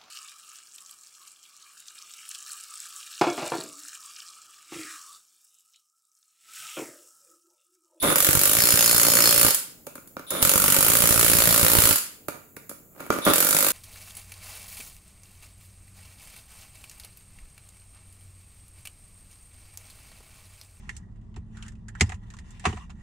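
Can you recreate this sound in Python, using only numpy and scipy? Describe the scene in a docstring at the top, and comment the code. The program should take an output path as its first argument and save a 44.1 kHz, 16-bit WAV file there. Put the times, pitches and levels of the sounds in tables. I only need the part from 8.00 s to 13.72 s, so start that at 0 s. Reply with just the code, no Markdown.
"""A motor whines, a loose nut rattles, then rapid hammering: a cordless impact wrench at work.
It runs three nuts onto a steel wheel in a small workshop. Inside the tool a hammer strikes a steel
block, the anvil, faster once the nut is tight. Each blow cracks, shakes the wheel and thumps.
Between the bursts the socket (the cup that holds the nut) knocks and scrapes on the rim and its bolts.
The room echoes it all, over a faint steady noise."""
import sys
import numpy as np
from scipy import signal
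from scipy.fft import rfft, irfft, next_fast_len
from scipy.io import wavfile

SR = 44100
rng = np.random.default_rng(int(sys.argv[2]) if len(sys.argv) > 2 else 0)


def to_wav(s):
    """Save 16-bit WAV."""
    ch = np.atleast_2d(s).T  # columns
    pcm = np.round(np.clip(ch, -1, 1) * 32767)  # PCM
    wavfile.write(sys.argv[1], SR, pcm.astype(np.int16))


N = 252252
TIME = np.arange(N) / SR
FFT_SIZE = 2 * next_fast_len(N // 2 + SR // 2)
HZ = np.fft.rfftfreq(FFT_SIZE, 1 / SR)

# tone of a light touch on the wheel: pitch_hz, level_db
LIGHT_TOUCH = [(80, 5.5), (170, -1.5), (250, 5), (420, -1), (650, -2), (1000, -2), (2400, -6.5),
               (3200, -10.5), (6000, 0.5)]


def amp(db):
    """Turn decibels into a gain."""
    return 10 ** (np.asarray(db) / 20)


def unit(x):
    """Scale x to an average power of 1."""
    return x / np.sqrt(np.mean(np.abs(x) ** 2) + 1e-20)


def along(points, hz):
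    """Read between (pitch_hz, value) points, with octaves evenly spaced."""
    pitches, values = np.transpose(points)
    return np.interp(np.log(hz + 1), np.log(pitches + 1), values)


def filtered(x, response):
    """Pass x through a filter, given as its response at each pitch."""
    return irfft(rfft(x, FFT_SIZE) * response, FFT_SIZE)[..., :N]


def colour(points):
    """A filter shaped by (pitch_hz, level_db) points; it never sounds before it is struck."""
    cepstrum = irfft(np.log(amp(along(points, HZ))))
    cepstrum[1:FFT_SIZE // 2] *= 2
    cepstrum[FFT_SIZE // 2 + 1:] = 0
    return unit(np.exp(rfft(cepstrum)))


def resonances(tones):
    """A filter that rings at each (pitch_hz, width_hz, level_db); narrow tones ring longer."""
    return unit(sum((-1) ** k * amp(db) * 1j * HZ * width / (hz * hz - HZ ** 2 + 1j * HZ * width)
                    for k, (hz, width, db) in enumerate(tones)))


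def pulses(times, sizes):
    """One spike at each time."""
    return np.bincount(np.clip(np.round(times * SR), 0, N).astype(int), sizes, N + 1)[:N]


def contacts(per_s):
    """Tiny random impacts of uneven size."""
    return unit((rng.random(N) < per_s / SR) * rng.choice([-1, 1], N) * amp(rng.standard_normal(N)))


def chatter(hits, fade_s, attack_s):
    """Each hit becomes a burst of fine contacts, new on each side, falling 60 dB in fade_s."""
    t = np.arange(SR // 8) / SR
    shape = (amp(-60 * t / fade_s) * (1 - np.exp(-t / attack_s))) ** 2
    power = np.abs(signal.fftconvolve(hits ** 2, shape / shape.sum())[:N])
    return np.sqrt(power) * rng.standard_normal((2, N))


def run_gains(catch_s, end_s, rattle_db, high_db, low_db):
    """Gains of the rattle and both whines: the motor spins up, the socket catches, the nut lands."""
    start_s, full_s = catch_s - 0.028, catch_s + 0.019
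    landing = amp(np.interp(end_s - TIME, [0, 0.02], [-34, 0]))  # dies as the nut meets the wheel
    running = ((TIME >= start_s) & (TIME <= end_s)) * landing
    spin_db = np.interp(TIME, [start_s, full_s], [-12.5, 0])
    swell_db = 70 * (np.clip(TIME, start_s, end_s) - (catch_s + end_s) / 2)  # the motor gathers speed
    rattle = (TIME >= catch_s) * amp(rattle_db + np.interp(TIME, [catch_s, full_s], [-26, 0]))
    return running * np.array([rattle, amp(high_db + swell_db + spin_db / 2), amp(low_db + spin_db)])


def motor_run():
    """The motor and gears whirr while the loose socket and nut rattle against the wheel."""
    # spins before the hammering: catch_s, end_s, rattle_db, high_whine_db, low_whine_db
    runs = [(0.016, 0.147, -15, -29.5, -41), (2.295, 2.436, -25, -39.5, -47.5),
            (5.247, 5.332, -12, -34.5, -37.5)]
    # the motor's high whine and its housing's lower one: pitch_hz, width_hz, level_db
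    motor_tones = [(9950, 280, 0), (10550, 700, -6)]
    housing_tones = [(3600, 220, 0)]
    rattle, high, low = sum(run_gains(*run) for run in runs)
    impacts = contacts(per_s=800)
    high_whine = high * filtered(rng.standard_normal((2, N)), resonances(motor_tones))
    low_whine = low * filtered(rng.standard_normal((2, N)), resonances(housing_tones))
    gears = steel(impacts * np.sqrt(rattle * high), fade_s=0.0016, attack_s=0.00025)
    nut = filtered(wheel(impacts * rattle, loose_db=-13.5, fade_s=0.0095), amp(along(LIGHT_TOUCH, HZ)))
    return amp(-5.5) * nut + amp(2) * high_whine + amp(7) * low_whine + amp(-4.5) * gears


def steel(hits, fade_s, attack_s):
    """The bright crack of hard steel, louder on the right where the tool is."""
    # the crack as each side hears it: pitch_hz, level_db
    left_tone = [(300, -21.5), (1500, -7.5), (2500, -16), (4000, -10.5), (6200, -8.5), (6850, 0),
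                 (7800, -2), (9000, -2.5), (10200, 0), (11200, -7.5), (12800, -1.5), (15700, -4.5)]
    right_tone = [(300, -18.5), (1500, -10.5), (2500, -14), (4000, -12.5), (7000, -12.5), (9000, -4.5),
                  (10400, 3), (11100, 1), (12200, 0.5), (13500, 0.5), (15700, -4.5)]
    bursts = chatter(hits, fade_s, attack_s)
    return filtered(bursts, [colour(left_tone), colour(right_tone)]) * amp([[-1.7], [1.3]])


def wheel(hits, loose_db, fade_s):
    """A dead knock on the bolt; the hit and the chatter after it set the wheel ringing."""
    # rim, hub and tyre: pitch_hz, width_hz, level_db
    wheel_tones = [(162, 48, -5), (289.4, 69, -2), (416, 75, -7), (504, 80, 0), (576, 45.5, 0.5),
                   (908, 76, -7.5), (1180, 26, -5.5), (1422, 106, -2), (1690, 130, -23.5), (2294, 70, -7),
                   (4260, 380, -29)]
    # the bolt's knock: pitch_hz, level_db
    bolt_tone = [(60, -16), (200, -7.5), (550, 6), (800, -3), (1300, 3.5), (1900, -3.5), (2800, -3),
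                 (4500, -15), (8000, -25.5)]
    middle, side = chatter(hits, fade_s, attack_s=0.00035)
    loose = 1.53 * middle + 0.14 * np.array([side, -side])
    drive = (hits + amp(loose_db) * loose) / np.hypot(1, amp(loose_db))
    lag = np.exp(-2j * np.pi * HZ * np.array([[.00013], [0]]))  # the left side is a little farther away
    ringing = filtered(drive, resonances(wheel_tones) * lag)
    rough_hits = .6 * hits + .8 * chatter(hits, fade_s=.007, attack_s=.0002)
    knock = filtered(rough_hits, colour(bolt_tone) * lag)
    return (amp(-3.5) * ringing + knock) * amp([[-1], [1]])


def anvil_clacks():
    """The anvil clacks as the drive takes hold or stops."""
    # single clacks: start_s, level_db
    clacks = [(0.0247, 3), (1.5443, 10.5), (2.304, 3), (2.419, 3), (3.956, 10), (3.9808, 3.5), (5.25, 4.5)]
    times, level_db = np.transpose(clacks)
    return steel(pulses(times + 0.00094, amp(level_db)), fade_s=0.04, attack_s=0.00039)


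def blows():
    """Time, nut tightness (0 to 1) and crack, wheel and thump strength of every hammer blow."""
    # hammer speed on each nut: time_s, blows_per_s
    first_nut = [(0.157, 36.74), (0.19, 45.93), (0.21, 47.33), (0.4, 47.77), (0.5, 51.63), (0.62, 59.47),
                 (0.75, 58.2), (1.1, 57.91), (1.47, 57.5), (1.5148, 32.27)]
    second_nut = [(2.4265, 40.12), (2.47, 46.66), (2.65, 49.04), (2.78, 46.49), (2.9, 57.99), (3.02, 58.02),
                  (3.4, 57.14), (3.85, 58.02), (3.9363, 51.64)]
    third_nut = [(5.3355, 44.09), (5.38, 43.39), (5.5, 50.85), (5.6, 50.48), (5.7116, 52.32)]
    # the nuts: speed, crack_db, wheel_db, thump_db
    nuts = [(first_nut, -16, -30.5, -42), (second_nut, -15.5, -29.5, -36.5),
            (third_nut, -17, -29.5, -48.5)]
    # changes in force: crack, wheel, thump
    tight_db = [0.37, 2.22, 2]  # a tight nut throws the blow back harder
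    growth_db_per_s = [1.1, 1.03, 1.8]  # while the trigger is held
    first_blow_db = [2.5, 1.5, -0.5]  # the free-running motor is behind it
    let_go_db = [-5.5, -13.5, -31]  # as the trigger is released
    rows = []
    for speed, *level_db in nuts:
        speed_s, blows_per_s = np.transpose(speed)
        t = TIME[(TIME >= speed_s[0]) & (TIME <= speed_s[-1])]
        count = np.cumsum(np.interp(t, speed_s, blows_per_s)) / SR
        times = np.interp(np.arange(int(count[-1]) + 1), count, t)
        rate = np.interp(times, speed_s, blows_per_s)
        tight = np.interp(rate, [48, 57], [0, 1])  # faster blows mean a tighter nut
        let_go = np.interp(t[-1] - times, [0, 0.017], [1, 0])
        force_db = (np.array(level_db) + np.outer(tight, tight_db)
                    + np.outer(times - times[0], growth_db_per_s)
                    + np.outer(times == times[0], first_blow_db) + np.outer(let_go, let_go_db))
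        slack_s = np.interp(tight, [0, 1], [.0004, .00007])  # a turning nut is struck less evenly
        times = times + slack_s * rng.standard_normal(len(times))
        force_db += rng.standard_normal((len(times), 3)) * [1, 1.6, 1]
        rows.append(np.column_stack([times, tight, amp(force_db) * np.sqrt(SR / rate)[:, None]]))
    return np.vstack(rows).T


def hammer():
    """Each blow cracks and shakes the wheel; a second, weaker crack about 4 ms later thickens it."""
    # blows with an extra-heavy bass thump, mostly on the right: time_s, extra_thump_db
    heavy_blows = [(.29, 18.5), (.352, 16.5), (.374, 17), (.739, 15.5), (1.45, 17), (1.467, 7.5),
                   (2.427, 9.5), (2.449, 9), (2.558, 12.5), (3.038, 12), (3.106, 14), (3.63, 12),
                   (3.788, 14), (3.91, 9)]
    # chatter in the wheel after a blow: turning_nut_db, tight_nut_db
    chatter_db = [2.5, -4.5]
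    times, tight, crack, shake, thump = blows()
    heavy_db = sum(db * (times == times[np.argmin(np.abs(times - at))]) for at, db in heavy_blows)
    second_crack_times = times + 0.0037 + 0.0009 * rng.standard_normal(len(times))
    strikes = pulses(times, crack) + pulses(second_crack_times, crack * amp(-6.5))
    cracks = steel(strikes, fade_s=0.033, attack_s=0.00012)
    ticks = contact_ticks(times, crack)
    loose_db = np.interp(TIME, times, np.interp(tight, [0, 1], chatter_db))
    body = wheel(pulses(times + 0.00059, shake * amp(0.15 * heavy_db)), loose_db, fade_s=0.043)
    bass = thumps(times, thump, heavy_db) + hub_buzz(times, shake * tight)
    return amp(-5) * cracks + ticks + amp(-3.5) * body + amp(-6.5) * socket_ring(times, crack) + bass


def contact_ticks(times, crack):
    """The hard first contact of hammer and anvil makes a short tick."""
    # the tick: pitch_hz, level_db
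    tick_tone = [(300, -17.5), (1200, -4.5), (2500, -1), (4700, -1.5), (7000, -5.5), (14000, -4.5)]
    uneven_db = 2.5 * np.clip(rng.standard_normal(len(times)), -2, 2)
    hits = pulses(times + 0.00041, crack * amp(-14 + uneven_db))
    return filtered(chatter(hits, fade_s=0.0068, attack_s=.0001), colour(tick_tone))


def thumps(times, size, heavy_db):
    """Uneven bass thumps, a few extra heavy, much stronger on the right."""
    # the thump: pitch_hz, level_db
    thump_tone = [(12, -11), (40, -6), (100, 0), (170, -5), (350, -12), (2500, -66)]
    uneven_db = 5 * np.clip(rng.standard_normal(len(times)), -2, 1.6)
    size = size * amp(np.where(heavy_db > 0, heavy_db, uneven_db))
    right = pulses(times, size * rng.choice([-1, 1], len(times)))
    left = .1 * right + .38 * chatter(pulses(times, size), fade_s=.06, attack_s=.001)[0]
    return filtered(np.array([left, right]), colour(thump_tone))


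def hub_buzz(times, size):
    """Even blows on a tight nut add up to a pitched buzz in the wheel's hub."""
    # the stiff hub: pitch_hz, width_hz, level_db
    hub_tones = [(119, 29, -6), (172, 25, 1), (283.8, 32, -1), (405.7, 25, -5.5), (574, 22, -2),
                 (1151, 27, -7.5)]
    return amp(-13) * filtered(pulses(times, size), resonances(hub_tones))


def socket_ring(times, crack):
    """The socket rings while loose; it sits differently at each blow, so each tone flutters."""
    # the socket: pitch_hz, width_hz, level_db, left_over_right_db
    socket_tones = [(4390, 55, -5, 1), (5175, 50, -4, 0), (6800, 220, -8, 10)]
    # when it sits loose: start_s, end_s, low_tone_db, middle_tone_db, high_tone_db
    loose_spells = [(0.582, 1.28, -10.5, -9.5, -8.5), (1.28, 1.52, -12, -12, -16),
                    (3.18, 3.95, -17, -18.5, -24)]
    tone_gains = sum(np.outer(amp(tone_db), (times >= start) & (times < end))
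                     for start, end, *tone_db in loose_spells)
    ring = np.zeros((2, N))
    for (hz, width, db, pan_db), gain in zip(socket_tones, tone_gains):
        flutter_db = 4 * rng.standard_normal(len(times))
        drive = pulses(times, crack * gain * amp(db + flutter_db) * rng.choice([-1, 1], len(times)))
        ring += filtered(drive, resonances([(hz, width, 0)])) * amp([[pan_db / 2], [-pan_db / 2]])
    return ring


def knocks_and_scrapes():
    """The socket bumps and rubs on the wheel: dull knocks, steel clicks and a ringing rim."""
    # socket and tool touch the wheel: start_s, knock_db, click_db
    touches = [(1.866, -8, -12), (1.953, -15.5, -14), (1.977, -17.5, -29), (2.073, -36, -19.5),
               (2.165, -6.5, -25), (2.192, -9.5, -22), (4.282, -0.5, -6), (4.564, -10.5, -15.5),
               (4.693, -14.5, -7.5), (4.711, -16, -31), (5.002, -9, -16), (5.062, -15, -20),
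               (5.101, 11.5, -9), (5.184, 0, -12)]
    # bursts of rough rubbing on the wheel: loudest_s, rise_s, fall_s, level_db
    scrapes = [(4.35, .05, 0.083, -44.5), (5.0, 0.089, 0.24, -40.5), (5.121, .02, .16, -28)]
    # the rim ringing freely: pitch_hz, width_hz, level_db
    rim_tones = [(950, 12, -0.5), (1418, 14, 3), (2326, 16, -2), (2370, 18, -3), (4650, 16, -9.5),
                 (6560, 16, -5)]
    times, knock_db, click_db = np.transpose(touches)
    pressure = sum(amp(db - 28.5 * np.maximum((at - TIME) / rise, (TIME - at) / fall))
                   for at, rise, fall, db in scrapes)
    rubbing = contacts(per_s=450) * pressure
    taps = pulses(times + .003, amp(knock_db))
    knocks = wheel(taps + rubbing, loose_db=-7.5, fade_s=0.027)
    ring = amp(-16) * filtered(taps, resonances(rim_tones))
    steel_hits = pulses(times + 0.00089, amp(click_db)) + amp(-8.5) * rubbing
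    clicks = steel(steel_hits, fade_s=0.044, attack_s=0.00025)
    return filtered(knocks, amp(along(LIGHT_TOUCH, HZ))) + ring + clicks


def workshop_echo(x):
    """A wash of echoes from the walls; deep bass and high treble die first."""
    # time the echo takes to fall 60 dB: pitch_hz, fade_s
    fade_times = [(100, 0.16), (500, 0.46), (2000, 0.5), (7000, 0.43), (11000, 0.39), (16000, 0.3)]
    # strength of the echo: pitch_hz, level_db
    echo_tone = [(50, -19), (200, -7.5), (600, -8.5), (2000, -2), (7000, -0.5), (15000, -5)]
    echoes = np.zeros((2, N + SR))
    step = SR // 8  # a new random echo each step, as arm and tool move
    for start in range(0, N, step):
        hz, t, noise = signal.stft(rng.standard_normal((2, SR * 3 // 4)), SR, nperseg=256)
        decay = amp(-60 * t / along(fade_times, hz)[:, None]) * (1 - np.exp(-t / 0.0031))
        decay *= amp(along(echo_tone, hz))[:, None] / np.sqrt(np.mean(decay ** 2, axis=1, keepdims=True))
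        tail = signal.istft(noise * decay, SR, nperseg=256)[1]
        answer = signal.fftconvolve(x[:, start:start + step], tail / np.sqrt(tail.shape[1]), axes=1)
        echoes[:, start:start + answer.shape[1]] += answer
    return echoes[:, :N]


def room_noise():
    """A faint, steady rumble and hiss."""
    # the noise: pitch_hz, level_db
    noise_tone = [(25, -9.5), (100, 1.5), (280, 1), (600, -8), (1500, -29.5), (5500, -39.5), (7000, -12.5),
                  (9000, -24), (11000, -16), (15500, -9)]
    middle, side = filtered(rng.standard_normal((2, N)), colour(noise_tone))
    return amp(-52.5) * (middle + .45 * np.array([side, -side]))


def scene():
    """The wrench and the wheel in the workshop."""
    direct = motor_run() + anvil_clacks() + hammer() + knocks_and_scrapes()
    return direct + workshop_echo(direct) + room_noise()


def record(dry):
    """Round off the highest peaks and cut the treble above 15800 Hz."""
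    rounded = dry / (1 + dry ** 8) ** (1 / 8)
    return filtered(rounded, 1 / (1 + (HZ / 15800) ** 300))


dry = scene()
out = record(dry)
to_wav(out)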